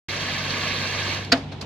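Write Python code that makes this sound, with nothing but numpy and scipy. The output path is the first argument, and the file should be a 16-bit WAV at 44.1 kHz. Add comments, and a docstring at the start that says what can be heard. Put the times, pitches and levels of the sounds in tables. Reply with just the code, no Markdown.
"""In an open yard a fire extinguisher sprays a car: turbulence noise, coloured by reflections, cuts in.
Its low roar builds within the first tenth of a second, and a slight swell marks the sweep of the nozzle.
An engine idles throughout as wavering harmonics, above the low rumble of the yard as shaped noise.
As the valve closes the hiss dies away and one handling click, a noise burst, is heard; then a clack,
probably the lever, sounds as noise, ringing modes and echo, and four more clicks follow."""
import sys
import numpy as np
from scipy import signal
from scipy.fft import rfft, irfft
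from scipy.io import wavfile

SR = 44100
rng = np.random.default_rng(int(sys.argv[2]) if len(sys.argv) > 2 else 0)


def dump_mix(stems):
    """Bounce the given channels to the path in sys.argv[1] as a 16-bit WAV at rate SR."""
    frames = np.atleast_2d(stems).T  # one column per channel
    limited = np.clip(frames, -1, 1)  # hard clip at full scale
    pcm = np.round(limited * 32767).astype(np.int16)
    wavfile.write(sys.argv[1], SR, pcm)


N = 72765

# Shape of the jet's spectral density: f/Hz, level/dB
JET_SPECTRUM = [(100, -13), (250, 1.5), (400, -4), (800, -3), (1400, -3.5), (2300, 2.5), (3200, -.5),
                (4500, -2.5), (5200, -7), (6200, -8.5), (7500, -19.5), (10500, -32), (13500, -28),
                (15500, -42)]
# Fixed bands that colour the hiss: f/Hz, width/Hz, lift/dB
JET_COLOUR_BANDS = [(500, 110, 2), (1160, 140, 3.5), (1700, 140, 4.5), (4400, 260, 3)]
# Correlation of the hiss between left and right: f/Hz, correlation/1
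JET_CORRELATION = [(100, .99), (300, 0.91), (650, 0.97), (1400, 0.64), (3100, 0.75), (4500, 0.7),
                   (7000, 0.45), (15000, 0.4)]
# Phase by which the hiss leads at the left port: f/Hz, phase/rad
JET_PHASE_LEAD = [(1900, 0), (2700, 0.74), (3600, -1.1), (5100, 3), (7000, 3), (10000, 5.5), (15000, 13)]
# Clack noise by band: f/Hz, relative density level/dB, lateness/s, T60/s
CLACK_BANDS = [(150, -8, 0.007, 0.14), (295, -8.5, 0.012, .12), (597, 5, 0.0016, 0.19),
               (880, -6, 0.00069, .1), (1400, 5.5, 0.00062, 0.085), (2580, 1.5, 0.00056, 0.087),
               (3470, 0.5, 0.0004, 0.081), (4760, 7.5, 0.00045, 0.04), (5970, -9, 0.00054, 0.033),
               (7450, -13, .0002, 0.035), (10100, -27, .0002, 0.044), (14000, -27, .0002, 0.043)]
# Correlation of the clack noise between left and right: f/Hz, correlation/1
CLACK_CORRELATION = [(200, 0.89), (650, .96), (1400, .85), (3100, 0.11), (4600, .75), (7000, 0.11),
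                     (15000, 0)]
# Ringing modes of the body: f/Hz, peak level before the decay/dB, T60/s
BODY_MODES = [(256.3, -13.5, 0.1), (273.2, -22, 0.3), (492.4, -25, 0.14), (680.3, -17, 0.12),
              (1392, -25.5, 0.086), (1497, -30, .08), (1720, -25, 0.14), (1914, -20.5, 0.066),
              (2507, -19, 0.061), (3846, -17.5, 0.025), (4535, -6, 0.02), (4770, -16, 0.045),
              (5320, -21, 0.037), (6550, -26.5, 0.028)]
# Shape of the echo's spectral density: f/Hz, level/dB
ECHO_SPECTRUM = [(150, -13), (300, -1), (700, 10), (1500, 1.5), (4500, -1), (7000, -15.5), (14000, -38)]
# Handling clicks: t/s, level/dB, rise/s, T60/s, treble tilt/(dB per octave), bright band f/Hz
HANDLING_CLICKS = [(1.245, -34.5, .003, 0.042, 1, 4400), (1.372, -35.5, 0.0026, 0.068, -1, 5100),
                   (1.514, -37, 0.0099, 0.11, -2.5, 3900), (1.609, -31.5, 0.0059, 0.074, 2, 4500),
                   (1.622, -32.5, 0.0032, 0.14, -4.5, 2720)]
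# Shape of the spectral density common to the clicks: f/Hz, level/dB
CLICK_SPECTRUM = [(200, -5), (700, 7), (1500, 1.5), (2800, 2.5), (4500, 1), (6000, -2.5), (9000, -17.5),
                  (14000, -29)]
# Correlation of the clicks between left and right: f/Hz, correlation/1
CLICK_CORRELATION = [(200, .97), (1500, 0.65), (4500, 0.45), (9000, 0.11)]
# Engine harmonics: harmonic number/1, rms level/dB
ENGINE_HARMONICS = [(1, -64.5), (2, -39), (3, -42.5), (4, -56), (5, -49)]
# Shape of the yard's spectral density: f/Hz, level/dB
YARD_SPECTRUM = [(15, -63), (25, -37), (66, -10), (86, -17), (150, -7), (373, -16), (450, -16.5),
                 (573, -22), (749, -16), (1150, -28.5), (3930, -29.5), (15000, -74.5)]
# Correlation of the yard and the echo between left and right: f/Hz, correlation/1
YARD_CORRELATION = [(100, 0.96), (500, 0.84), (1500, 0.2), (6000, 0.087)]
# Microphone ports: f/Hz, left minus right level/dB
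PORT_DIFFERENCE = [(200, -0.2), (700, -0.5), (1250, 3), (1700, 3), (2100, -6.5), (2650, -3), (3400, -2.5),
                   (4400, -9.5), (5400, -0.5), (6300, 4), (7800, 10.5), (10000, 2), (14000, -15)]

SIDES = np.array([[1], [-1]])  # sign for left and right

# Names ending in _DB are in decibels, _S in seconds, _HZ in hertz; levels are those ahead of the ports
START_S, TOP_HZ, CEILING = 0.084, 15600, 0.88  # ceiling in units of full scale
JET_DB = -27.5
SWELL_DB, SWELL_S, SWELL_WIDTH_S = 0.68, 0.7, 0.17  # slight swell as the nozzle sweeps
SURGE_DB, SURGE_RATE_HZ, FLICKER_DB, FLICKER_RATE_HZ = 0.3, 35, 1.5, 90
ROAR_BUILD_DB, ROAR_BUILD_S, ROAR_BELOW_HZ = 14, 0.048, 680
CLOSE_S, CLOSE_LEN_S, CLOSE_DROP_DB, CLOSE_POWER = 1.147, 0.18, 21.5, 1.19
BOUNCE_S, BOUNCE_GAIN = 0.001845, 0.35  # reflection off a hard surface close to the jet
SCATTER_FROM_S, SCATTER_TO_S, SCATTER_GAIN = 0.003, 0.024, 0.39  # off the car and the ground
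PORT_LAG_S = 0.00005  # arrival offset at either port for sound from the side
CLACK_S, CLACK_RISE_S, CLACK_SWELL_DB, CLACK_DB = 1.3182, 0.0078, 8, -10.5
BODY_RISE_S, BODY_BUILD_CYCLES = 0.0068, 2.0
ECHO_DB, ECHO_T60_S, ECHO_DELAY_S = -29, 0.33, 0.024
CLICK_BAND_DB, CLICK_BAND_WIDTH_HZ = 6.5, 740
KNOCK_PAN_DB = 1.2  # left minus right, for clack and clicks
FIRING_HZ, ENGINE_WANDER, ENGINE_WAVER_DB = 48.7, 0.0058, 1.6  # wander as a fraction of frequency
YARD_DB, YARD_FLICKER_DB = -38, 1.0


def undb(db):
    """Level: amplitude gain is ten to the power of decibels over twenty."""
    return 10 ** (np.asarray(db) / 20)


def at(table, hz, column=1):
    """Interpolation: a table column is read linearly along a logarithmic frequency axis."""
    rows = np.array(table, float)
    return np.interp(np.log(np.maximum(hz, 1)), np.log(rows[:, 0]), rows[:, column])


def bins():
    """Discrete Fourier transform: its bins lie SR / N hertz apart."""
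    return np.arange(N // 2 + 1) * SR / N


def walk(rate):
    """Smooth random fluctuation: white noise under a Gaussian low-pass, scaled to unit deviation."""
    k = max(int(SR / rate), 2)
    lowpass = np.exp(-(bins() * k / SR * 2) ** 2)
    wander = irfft(rfft(rng.standard_normal(N)) * lowpass, N)
    return (wander - wander.mean()) / wander.std()


def noise_bands(db, correlation, count=17):
    """Partial coherence: mid and side noise give stereo of rms 1, split into (centre Hz, band) pairs."""
    f, gain = bins(), undb(db)
    alike = np.clip(at(correlation, f), -1, 1)
    mid, side = rfft(rng.standard_normal((2, N)))
    both = np.sqrt((1 + alike) / 2) * mid + SIDES * np.sqrt((1 - alike) / 2) * side
    both = both * gain / np.sqrt(np.mean(gain ** 2))
    centres = np.geomspace(100, 14000, count)
    bands = []
    for hz, share in zip(centres, np.eye(count)):
        overlap = at(np.c_[centres, share], f)  # triangular weights that sum to one
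        bands.append((hz, irfft(both * overlap, N)))
    return bands


def noise(db, correlation):
    """Superposition: overlapping bands add up to stereo noise of rms 1 with the given spectrum."""
    return sum(band for hz, band in noise_bands(db, correlation, count=2))


def decay_from(age, t60):
    """Reverberant decay: amplitude falls exponentially by 60 dB in each T60 after age zero."""
    return np.exp(-np.log(1000) * np.maximum(age, 0) / t60)


def strike(age, rise, t60):
    """Transient excitation: a smooth sine-squared rise precedes exponential decay."""
    attack = np.sin(np.pi / 2 * np.clip(age / max(rise, 1e-4), 0, 1)) ** 2
    return attack * decay_from(age - rise, t60)


def jet(t):
    """Turbulence noise: random pressure, combed by reflections, follows the flow until the valve closes."""
    f = bins()
    colour = at(JET_SPECTRUM, f) + 20 * np.log10(reflections() + 1e-6)
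    for hz, width, db in JET_COLOUR_BANDS:
        colour = colour + db * np.exp(-2 * ((f - hz) / width) ** 2)
    swell_db = SWELL_DB * np.exp(-((t - SWELL_S) / SWELL_WIDTH_S) ** 2)
    closing = (np.maximum(t - CLOSE_S, 0) / CLOSE_LEN_S) ** CLOSE_POWER
    flow_db = JET_DB + swell_db - CLOSE_DROP_DB * closing + SURGE_DB * walk(SURGE_RATE_HZ)
    # the low roar grows after the hiss has begun
    roar_db = -ROAR_BUILD_DB * np.exp(-np.maximum(t - START_S, 0) / ROAR_BUILD_S)
    hiss = 0
    for hz, band in noise_bands(colour, JET_CORRELATION):
        low_share = 1 / (1 + (hz / ROAR_BELOW_HZ) ** 2)
        hiss = hiss + band * undb(FLICKER_DB * walk(FLICKER_RATE_HZ) + roar_db * low_share)
    lead = np.exp(0.5j * SIDES * at(JET_PHASE_LEAD, f))  # half the phase on each side
    return undb(flow_db) * irfft(rfft(hiss) * lead, N)


def reflections(count=14):
    """Interference: a strong delayed copy and scattered weak ones comb the spectrum at each side."""
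    f = bins()

    def delayed(s):
        """Time shift: a delay turns phase in proportion to frequency."""
        return np.exp(-2j * np.pi * f * s)

    scatter = 0
    for when, angle in rng.random((count, 2)):
        delay = SCATTER_FROM_S + (SCATTER_TO_S - SCATTER_FROM_S) * when
        scatter = scatter + delayed(delay + SIDES * PORT_LAG_S * (2 * angle - 1))
    return np.abs(1 + BOUNCE_GAIN * delayed(BOUNCE_S) + SCATTER_GAIN * scatter / np.sqrt(count))


def clack(t):
    """Impact: parts grind home in a swelling crunch, body modes ring and the yard returns an echo."""
    age = t - CLACK_S
    return crunch(age) + body(age) + echo(age)


def crunch(age):
    """Contact noise: each band sets in after its own delay, swells for a few ms and decays."""
    out = 0
    for hz, band in noise_bands(at(CLACK_BANDS, bins()), CLACK_CORRELATION):
        since = age - at(CLACK_BANDS, hz, column=2)
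        swell_db = CLACK_SWELL_DB * np.clip(since / CLACK_RISE_S - 1, -1, 0)
        decay = decay_from(since - CLACK_RISE_S, at(CLACK_BANDS, hz, column=-1))
        onset = np.clip(since / 0.00039, 0, 1)  # ramp in seconds
        out = out + band * undb(CLACK_DB + swell_db) * decay * onset
    return out


def body(age):
    """Modal resonance: damped sinusoids ring, the low ones taking longer to build up."""
    out = 0
    for hz, db, t60 in BODY_MODES:
        envelope = strike(age, BODY_RISE_S + BODY_BUILD_CYCLES / hz, t60)
        out = out + undb(db) * envelope * np.sin(2 * np.pi * (hz * age + rng.random()))
    return out


def echo(age):
    """Diffuse reflection: noise builds up over the delay and then decays exponentially."""
    envelope = strike(age, ECHO_DELAY_S, ECHO_T60_S)
    return undb(ECHO_DB) * envelope * noise(at(ECHO_SPECTRUM, bins()), YARD_CORRELATION)


def handling(t):
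    """Friction: short scraping noise bursts of handle and hose, each with one bright band."""
    f, out = bins(), 0
    octaves = np.log2(np.maximum(f, 100) / 3000)  # tilt pivots at 3 kHz
    for s, db, rise, t60, tilt, hz in HANDLING_CLICKS:
        bright_db = CLICK_BAND_DB * np.exp(-((f - hz) / CLICK_BAND_WIDTH_HZ) ** 2)
        colour = at(CLICK_SPECTRUM, f) + tilt * octaves + bright_db
        out = out + undb(db) * strike(t - s, rise, t60) * noise(colour, CLICK_CORRELATION)
    return out


def engine():
    """Periodic excitation: firing gives harmonics of one wandering fundamental, each wavering in level."""
    firing_hz = FIRING_HZ * (1 + ENGINE_WANDER * walk(3.5))
    phase = 2 * np.pi * np.cumsum(firing_hz) / SR
    out = 0
    for k, db in ENGINE_HARMONICS:
        peak = np.sqrt(2) * undb(db + ENGINE_WAVER_DB * walk(4))  # rms to peak
        out = out + peak * np.sin(round(k) * phase + 2 * np.pi * rng.random())
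    return out


def yard():
    """Ambient noise: a low rumble of the surroundings, whose bands fluctuate independently."""
    bands = noise_bands(at(YARD_SPECTRUM, bins()), YARD_CORRELATION)
    return undb(YARD_DB) * sum(band * undb(YARD_FLICKER_DB * walk(37)) for hz, band in bands)


def scene():
    """Superposition: the pressures of all sources add at the microphone."""
    t = np.arange(N) / SR
    knocks = (clack(t) + handling(t)) * undb(SIDES * KNOCK_PAN_DB / 2)
    return jet(t) + knocks + engine() + yard()


def record(dry):
    """Linear filtering and saturation: ports colour, the sound cuts in, peaks round, the top is cut."""
    t = np.arange(N) / SR
    f = np.arange(N + 1) * SR / (2 * N)
    ports = undb(SIDES * at(PORT_DIFFERENCE, f) / 2)
    ports = ports / np.sqrt(np.mean(ports ** 2, axis=0))  # mean power of the two ports stays 1
    mirrored = np.c_[dry, dry[:, ::-1]]  # keeps the two ends from wrapping into each other
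    coloured = irfft(rfft(mirrored) * ports)[:, :N]
    heard = coloured * np.clip((t - START_S) / 0.0037, 0, 1)  # ramp in seconds
    rounded = heard / (1 + (heard / CEILING) ** 8) ** (1 / 8)
    lowpass = signal.ellip(10, 0.1, 90, TOP_HZ, fs=SR, output="sos")
    return signal.sosfilt(lowpass, rounded)


dry = scene()
out = record(dry)
dump_mix(out)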